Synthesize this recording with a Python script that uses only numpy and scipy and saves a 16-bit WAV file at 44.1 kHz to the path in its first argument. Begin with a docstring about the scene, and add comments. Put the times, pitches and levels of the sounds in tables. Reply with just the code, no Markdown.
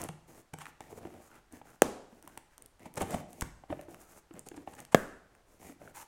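"""Box cutter on a taped cardboard box

Strokes over the hollow box and short rips are stick-slip noise through board, paper and tape filters.
Blade ticks are millisecond noise bursts; knocks are decaying sines with a ring of the box.
Twice taut tape snaps: a loud crack, the ringing of the freed panel and an answer from the living room.
Diffuse reverberation and steady room tone surround it; the nearby microphone overloads softly."""
import sys
import numpy as np
from scipy import signal
from scipy.fft import rfft, irfft, next_fast_len
from scipy.io import wavfile
from scipy.ndimage import uniform_filter1d, map_coordinates

SR = 44100
rng = np.random.default_rng(int(sys.argv[2]) if len(sys.argv) > 2 else 0)


def store_wav(level_fs):
    """Save 16-bit WAV to argv[1]."""
    pcm = np.round(np.clip(np.atleast_2d(level_fs), -1, 1) * 32767)
    wavfile.write(sys.argv[1], SR, pcm.T.astype(np.int16))


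N = 267687
TIME = np.arange(N) / SR  # seconds
AGE = TIME[:SR // 4]  # seconds since a contact

# strokes of blade, hand or flap over the box:
# start_s, length_s, board_level_db, paper_rasp_level_db, tape_hiss_level_db, most_rung_pitch_hz
STROKES = [(-0.02, 0.068, -43, -49.5, -54, 854), (0.263, .14, -61, -66.5, -66.5, 855),
           (0.563, 0.13, -63.5, -63, -66, 1500), (0.79, 0.088, -61, -65, -69, 1820),
           (0.884, 0.099, -53, -63, -63.5, 950), (0.998, 0.077, -51, -61.5, -70, 740),
           (1.08, 0.13, -58.5, -67, -73.5, 510), (1.2, 0.08, -67, -64, -64, 1200),
           (1.291, 0.097, -62.5, -61.5, -70.5, 1400), (1.5, 0.096, -61, -65.5, -67.5, 1650),
           (1.635, 0.11, -62.5, -64.5, -68.5, 1370), (2.08, 0.12, -64.5, -75, -74, 1460),
           (2.211, 0.18, -63.5, -67, -70.5, 1435), (2.49, 0.059, -76.5, -65.5, -74, 1607),
           (2.559, .1, -66, -76, -97, 1717), (2.787, 0.08, -53.5, -61, -68, 1980),
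           (2.936, 0.27, -48.5, -55.5, -60, 810), (3.271, 0.2, -60, -74.5, -67.5, 2130),
           (3.681, 0.15, -61.5, -67, -70.5, 1670), (3.874, 0.11, -58.5, -69, -68.5, 690),
           (3.984, 0.2, -63, -65.5, -64, 1290), (4.307, .11, -61, -68, -77.5, 770),
           (4.521, .11, -57, -69, -74, 800), (4.655, 0.17, -59, -65.5, -68.5, 1760),
           (5.291, 0.12, -70.5, -80, -85, 1564), (5.455, 0.12, -68, -75.5, -74, 775),
           (5.584, 0.14, -60, -68, -65, 2000), (5.788, .11, -53, -63, -64, 1500),
           (5.933, 0.086, -65.5, -53.5, -55.5, 864)]
# short rips and scuffs: middle_s, half_length_s, board_level_db, paper_rasp_level_db, tape_hiss_level_db
RIPS = [(0.056, 0.017, -48, -58, -62), (0.089, 0.0012, -38, -40, -44.5), (.539, 0.0023, -43, -40.5, -47),
        (0.616, 0.0094, -69, -46, -54.5), (.657, 0.0011, -56, -41, -55), (.667, .001, -71, -39, -53.5),
        (2.861, 0.0044, -45, -50.5, -60), (2.977, 0.005, -33.5, -37.5, -42.5),
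        (3.018, 0.0088, -29, -38, -46), (3.13, 0.022, -39.5, -49.5, -50),
        (3.144, 0.0032, -30.5, -40, -48.5), (3.422, 0.0021, -31.5, -33, -39.5),
        (3.715, .013, -41, -58, -66.5), (4.47, 0.006, -48.5, -60, -56.5), (4.568, 0.004, -72, -55.5, -56),
        (4.737, 0.0031, -55, -50, -58), (4.79, 0.0056, -57, -50, -58), (4.928, 0.0059, -52, -47.5, -53)]
# tape snaps: start_s, crack_gain_db, crack_t60_s, board_delay_s, panel_bass_limit_hz, echo_level_db
SNAPS = [(1.82, -12, 0.0065, .0006, 245.8, -33), (4.9464, -21.5, 0.0069, .0005, 160.2, -33)]
# modes of the panel freed by the first snap, then by the second: pitch_hz, level_db, t60_s
FIRST_PANEL = [(251, -17, 0.0095), (518.4, -0.5, 0.0093), (746, -12, 0.01305), (1250, -15, 0.0076),
               (1610, -10, 0.0065), (2500, -21.5, 0.01)]
SECOND_PANEL = [(200, -8, 0.015), (555, 1, 0.0089), (700, -8, 0.018), (1140, -6, 0.0073),
                (1674, -6.5, 0.011), (2060, -12, 0.01), (2710, -15, 0.0078), (3250, -14, 0.0076)]
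# colour that the first snap, then the second, throws into the room: frequency_hz, gain_db
FIRST_ECHO = [(60, -11), (130, -11), (200, -3), (400, -0.5), (650, -3.5), (1000, -10), (2000, -22),
              (4300, -27.5), (6500, -24.5), (10000, -27.5), (16000, -36.5)]
SECOND_ECHO = [(60, -4.5), (120, -10), (190, 1), (280, -2), (680, -3), (880, -12.5), (1200, -8.5),
               (1700, -8), (2300, -21), (4300, -31.5), (7000, -26.5), (15000, -29.5)]
# knocks on the box: start_s, peak_level_db, most_rung_pitch_hz
KNOCKS = [(0.093, -37, 160), (0.533, -38.5, 152), (0.806, -34, 820), (.926, -38.5, 417), (1.052, -34, 357),
          (1.533, -45.5, 254), (1.615, -42, 820), (2.127, -49, 229), (2.275, -40.5, 1010),
          (2.374, -39, 887), (3.14, -28, 230), (3.637, -41, 758), (3.702, -28, 305), (3.726, -23, 610),
          (3.793, -36, 590), (3.884, -40, 342), (4.309, -41.5, 329), (4.341, -44, 190), (4.515, -37, 358),
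          (4.542, -42.5, 307), (4.576, -35, 300), (4.675, -31.5, 780), (5.628, -47, 882),
          (5.696, -41.5, 279), (5.816, -42.5, 590), (5.876, -42, 1470), (2.242, -49.5, 300)]
# the box rocks and its walls flex: start_s, level_db, pitch_hz, t60_s
BUMPS = [(3.016, -30, 85.5, 0.085), (3.141, -32.5, 66, 0.077), (3.423, -28.5, 54, 0.11)]
# sharp ticks of blade and tape: start_s, crack_peak_level_db, handle_relative_to_crack_db
TICKS = [(0.0167, -25, -29), (0.039, -21.5, -35), (0.5871, -38, 1.5), (0.8067, -37, -1),
         (1.525, -40.5, -31), (2.226, -41, -8), (2.2767, -33.5, -11), (2.376, -31, -0.5),
         (2.5802, -39, -0.5), (2.6224, -36, -30), (2.6604, -37.5, -37), (2.7955, -49, 1), (2.94, -37, -25),
         (2.957, -34, -21), (3.0074, -37, 7), (3.0191, -19.5, -21), (3.108, -29, -23), (3.3308, -38.5, -25),
         (3.4105, -20.5, -27), (3.8124, -40.5, -4), (3.9451, -48.5, 9), (4.3386, -45.5, -25),
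         (4.3934, -31, -25), (4.4874, -32.5, -25), (4.7518, -39, -19), (4.803, -32.5, -23),
         (4.851, -41, -2), (5.351, -51, 3)]
# resonances of the hollow box: pitch_hz, width_hz, gain_db
BOX_MODES = [(94.44, 110, 0.5), (222, 115, 4.5), (349, 130, 3.5), (487, 61, 4), (615.4, 155, 0.5),
             (786, 150, -0.5), (960, 120, -14)]
# resonances of the plastic cutter handle: pitch_hz, width_hz, gain_db
HANDLE_MODES = [(1130, 1300, 3), (1683, 1500, -3.5), (2600, 110, -12), (3260, 480, -13)]
# colour of the rasping paper face: frequency_hz, gain_db
PAPER_COLOUR = [(500, -35.5), (800, 3.5), (1050, 0), (1600, -6), (2100, -7), (3000, -12.5), (4200, -25),
                (7000, -45.5)]
# colour of tape hiss in a rip: frequency_hz, gain_db
RIP_HISS_COLOUR = [(2000, -44), (4300, -11.5), (6000, -8.5), (8200, -4.5), (10500, -8.5), (13000, -18),
                   (16000, -30)]
# colour of skin over smooth tape: frequency_hz, gain_db
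SWISH_COLOUR = [(2500, -30.5), (4300, -9.5), (6500, 1.5), (9000, 0), (12000, -2.5), (15500, -6.5)]
# colour of sharp contacts: frequency_hz, gain_db
CRACK_COLOUR = [(500, -25), (2800, -2.5), (4400, -11), (6100, 3), (8300, 8.5), (11000, 2), (16000, -5)]
# decay of the room: frequency_hz, t60_s
ROOM_DECAY = [(100, .55), (400, 0.57), (1500, 0.63), (4000, 0.61), (8000, 0.55), (15000, 0.3)]
# colour of the echo from the walls: frequency_hz, gain_db
WALL_COLOUR = [(60, -4.5), (200, -1), (500, -4.5), (1500, -6.5), (4000, -5), (8000, -8), (15000, -9)]
# colour of the room tone: frequency_hz, gain_db
AIR_COLOUR = [(20, -2.5), (60, -4), (200, -17.5), (600, -16), (1500, -20.5), (3000, -28), (8000, -31.5),
              (16000, -41)]

ATTACK_S, RELEASE_T60_S = 0.03, 0.092  # pressure builds up, then the hand lifts off
WAVER_DB, WAVER_PER_S = 2.5, 30  # uneven pressure: scatter, random knots a second
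SPOT_SHARPNESS, SPOT_DB = 6.7, 1.5  # rubbed patch of board: pitch over width, level against the plain rasp
CRACKLES_PER_S, CRACKLE_RANGE_DB = 19, (6, 23.5)  # tape crinkles: mean rate, peak over the hiss rms
KNOCK_CYCLES = 15  # cycles until a knocked spot has fallen by 60 dB
ROOM_DB, RIP_ROOM_DB = -13, -11.5  # room level of handling, and of rips, which face away from the microphone
TOP_HZ = 16000  # upper band limit


def sliding():
    """Stick-slip friction: fibres catch and let go, driving the box, its paper face and the finer tape."""
    rub = slips(rate=300, spread_db=5, smooth=0.5)
    glide = slips(rate=2300, spread_db=6, smooth=1.3)
    board = unit(resonate(rub, BOX_MODES))
    paper = unit(coloured(rub + glide, PAPER_COLOUR))
    tape = unit(coloured(glide, SWISH_COLOUR)) + crinkle()
    out = np.zeros(N)
    for start, length, board_db, paper_db, tape_db, hz in STROKES:
        force = pressure(length)
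        first = round(start * SR)
        now = (first + np.arange(len(force))) % N
        spot = unit(resonate(rub[now], [(hz, hz / SPOT_SHARPNESS, 0)]))
        rasp = unit(paper[now] + amp(SPOT_DB) * spot)
        surfaces = amp(board_db) * board[now] + amp(paper_db) * rasp + amp(tape_db) * tape[now]
        stroke = force * surfaces
        add(out, start, stroke[max(-first, 0):])  # skip what precedes time zero
    return out


def pressure(length):
    """Friction grows with normal force: the hand presses down, holds unevenly and lifts off."""
    age = TIME[:SR // 2]
    rise = np.sin(np.pi / 2 * np.clip(age / ATTACK_S, 0, 1)) ** 2
    release = np.exp(-np.log(1000) * np.maximum(age - length, 0) / RELEASE_T60_S)
    waver = amp(WAVER_DB * wobble(WAVER_PER_S)[:len(age)])
    return rise * release * waver


def crinkle():
    """Impulsive buckling: creased tape gives sparse tiny cracks of random strength."""
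    struck = rng.random(N) < CRACKLES_PER_S / SR
    cracks = struck * amp(rng.uniform(*CRACKLE_RANGE_DB, N))
    return signal.fftconvolve(cracks, crest(coloured(burst(0.0029), CRACK_COLOUR)))[:N]


def ripping():
    """Tearing as dense stick-slip: the blade drives board, paper and tape with a burst of catches."""
    power = 0
    for middle, half, *levels_db in RIPS:
        bell = np.exp(-((TIME - middle) / half) ** 2)
        power = power + amp(levels_db)[:, None] ** 2 * bell
    board, paper, tape = np.sqrt(power)
    tear = slips(rate=1200, spread_db=6, smooth=1)
    peel = unit(tear + 2 * slips(rate=2000, spread_db=3, smooth=1.5))
    # each path is scaled by its response to the steady tear
    board_sound = resonate(board * tear, BOX_MODES) / np.std(resonate(tear, BOX_MODES))
    paper_sound = coloured(paper * tear, PAPER_COLOUR) / np.std(coloured(tear, PAPER_COLOUR))
    tape_sound = coloured(tape * peel, RIP_HISS_COLOUR) / np.std(coloured(tear, RIP_HISS_COLOUR))
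    return board_sound + paper_sound + tape_sound


def snaps():
    """Release of tension: taut tape parts with a crack and the freed panel rings in decaying modes."""
    out = np.zeros(N)
    panels, colours = [FIRST_PANEL, SECOND_PANEL], [FIRST_ECHO, SECOND_ECHO]
    for (start, crack_db, t60, delay, bass_hz, echo_db), panel, colour in zip(SNAPS, panels, colours):
        snap = amp(crack_db) * coloured(burst(t60), CRACK_COLOUR)
        for hz, db, life in panel:
            add(snap, delay, amp(db) * np.sin(2 * np.pi * hz * AGE) * fade(life))
        snap = radiated(snap, bass_hz)
        add(out, start, snap)
        add(out, start + 0.0088, amp(-24.5) * snap)  # off the nearest surface
        add(out, start, amp(echo_db) * echo(colour))
    return out


def radiated(x, corner_hz):
    """Radiation efficiency: a small panel moves little air at low frequencies."""
    return signal.sosfilt(signal.butter(4, corner_hz, "highpass", fs=SR, output="sos"), x)


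def knocks():
    """Impact excitation: each struck spot rings at its own pitch; hard pushes flex the whole box."""
    out = np.zeros(N)
    for start, db, hz in KNOCKS:
        onset = 1 - np.exp(-2 * hz * AGE)
        spot = crest(np.sin(2 * np.pi * hz * AGE) * fade(KNOCK_CYCLES / hz) * onset)
        contact = fade(0.00085) + 0.064 * burst(0.025)
        hollow = crest(resonate(contact, BOX_MODES))
        scuff = crest(coloured(burst(0.026), PAPER_COLOUR))
        add(out, start, amp(db) * crest(spot + 0.5 * hollow + 0.43 * scuff))
    for start, db, hz, t60 in BUMPS:
        add(out, start, -amp(db) * np.sin(2 * np.pi * hz * AGE) * fade(t60))
    return out


def ticks():
    """Impulse response: the blade jumps a notch with a tiny crack and a short ring of the plastic handle."""
    out = np.zeros(N)
    for start, db, handle_db in TICKS:
        crack = crest(coloured(burst(0.0043), CRACK_COLOUR))
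        handle = crest(resonate(burst(0.0032), HANDLE_MODES))
        add(out, start, amp(db) * (crack + amp(handle_db) * handle))
    return out


def room(x):
    """Reverberation as convolution: the quieter sounds excite a diffuse tail of unit energy."""
    tail = echo(WALL_COLOUR)
    return signal.fftconvolve(x, tail / np.linalg.norm(tail))[:N]


def echo(colour):
    """Diffuse-field decay: noise of rms 1 before its decay, each frequency dying at its own speed."""
    noise = unit(coloured(rng.standard_normal(SR), colour))
    hz, t, spectrum = signal.stft(noise, SR, nperseg=256)
    decay = np.exp(-np.log(1000) * t / along(ROOM_DECAY, hz)[:, None])
    tail = signal.istft(spectrum * decay, SR, nperseg=256)[1]
    return tail * np.clip(TIME[:len(tail)] / 0.0053, 0, 1) ** 2  # the first walls are a few ms away


def room_tone():
    """Stationary background noise: Gaussian noise shaped by a fixed spectrum."""
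    noise = rng.standard_normal(N)
    return amp(-68) * unit(filtered(noise, lambda hz: amp(along(AIR_COLOUR, hz))))


def slips(rate, spread_db, smooth):
    """Stick-slip: uneven catches over smooth friction, levelled to rms 1 over about 18 ms."""
    size_db = spread_db * np.minimum(rng.exponential(size=N), 3.5)
    catches = (rng.random(N) < rate / SR) * amp(size_db) * rng.choice([-1, 1], N)
    friction = unit(catches) + smooth * rng.standard_normal(N)
    return friction / np.sqrt(np.abs(uniform_filter1d(friction ** 2, size=800)) + 1e-9)


def burst(t60):
    """Transient noise: a random puff under exponential decay."""
    return rng.standard_normal(len(AGE)) * fade(t60)


def fade(t60):
    """Exponential damping: amplitude falls by 60 dB in t60 seconds."""
    return np.exp(-np.log(1000) * AGE / t60)


def wobble(rate):
    """Random modulation: a smooth curve through rate random knots a second."""
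    return map_coordinates(rng.standard_normal(512), [TIME * rate], mode="wrap")


def resonate(x, modes):
    """Modal superposition: parallel resonances (Hz, width Hz, dB) of alternating sign."""
    def response(hz):
        total = 0
        for k, (centre, width, db) in enumerate(modes):
            damping = 1j * hz * width
            total = total + (-1) ** k * amp(db) * damping / (centre * centre - hz * hz + damping)
        return total
    return filtered(x, response)


def coloured(x, points, size=1024):
    """Minimum-phase filtering: a causal filter with the given (Hz, dB) outline, by folded cepstrum."""
    cepstrum = irfft(np.log(amp(along(points, np.fft.rfftfreq(size, 1 / SR)))))
    cepstrum[1:size // 2] *= 2
    cepstrum[size // 2 + 1:] = 0
    impulse = irfft(np.exp(rfft(cepstrum)))
    return signal.fftconvolve(x, impulse)[:len(x)]


def filtered(x, response):
    """Linear filtering: the spectrum of x times a response of frequency."""
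    m = next_fast_len(len(x) + 8192, True)  # padded against wrap-around
    return irfft(rfft(x, m) * response(np.fft.rfftfreq(m, 1 / SR)), m)[:len(x)]


def along(points, hz):
    """Logarithmic frequency scale: interpolate (Hz, value) points on it."""
    f, v = np.transpose(points)
    return np.interp(np.log(hz + 1), np.log(f), v)


def amp(db):
    """Decibel law: level to amplitude gain."""
    return 10 ** (np.asarray(db) / 20)


def unit(x):
    """Effective value: scale to rms 1."""
    return x / np.sqrt(np.mean(x ** 2) + 1e-20)


def crest(x):
    """Peak value: scale to peak 1."""
    return x / (np.abs(x).max() + 1e-20)


def add(track, s, x):
    """Superposition: mix x into the track from time s."""
    part = track[max(round(s * SR), 0):][:len(x)]
    part += x[:len(part)]


def scene():
    """Superposition of direct sound, reverberation and background noise."""
    handling = sliding() + ticks() + knocks()
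    rips = ripping()
    reverberation = room(amp(ROOM_DB) * handling + amp(RIP_ROOM_DB) * rips)
    return (handling + rips + reverberation + snaps() + room_tone())[None]


def record(dry):
    """Saturation and band limiting: loud peaks round off below 0.78, then a steep low-pass."""
    clipped = dry[0] / (1 + (dry[0] / 0.78) ** 8) ** (1 / 8)
    return filtered(clipped, lambda hz: 1 / np.sqrt(1 + (hz / TOP_HZ) ** 160))[None]


dry = scene()
out = record(dry)
store_wav(out)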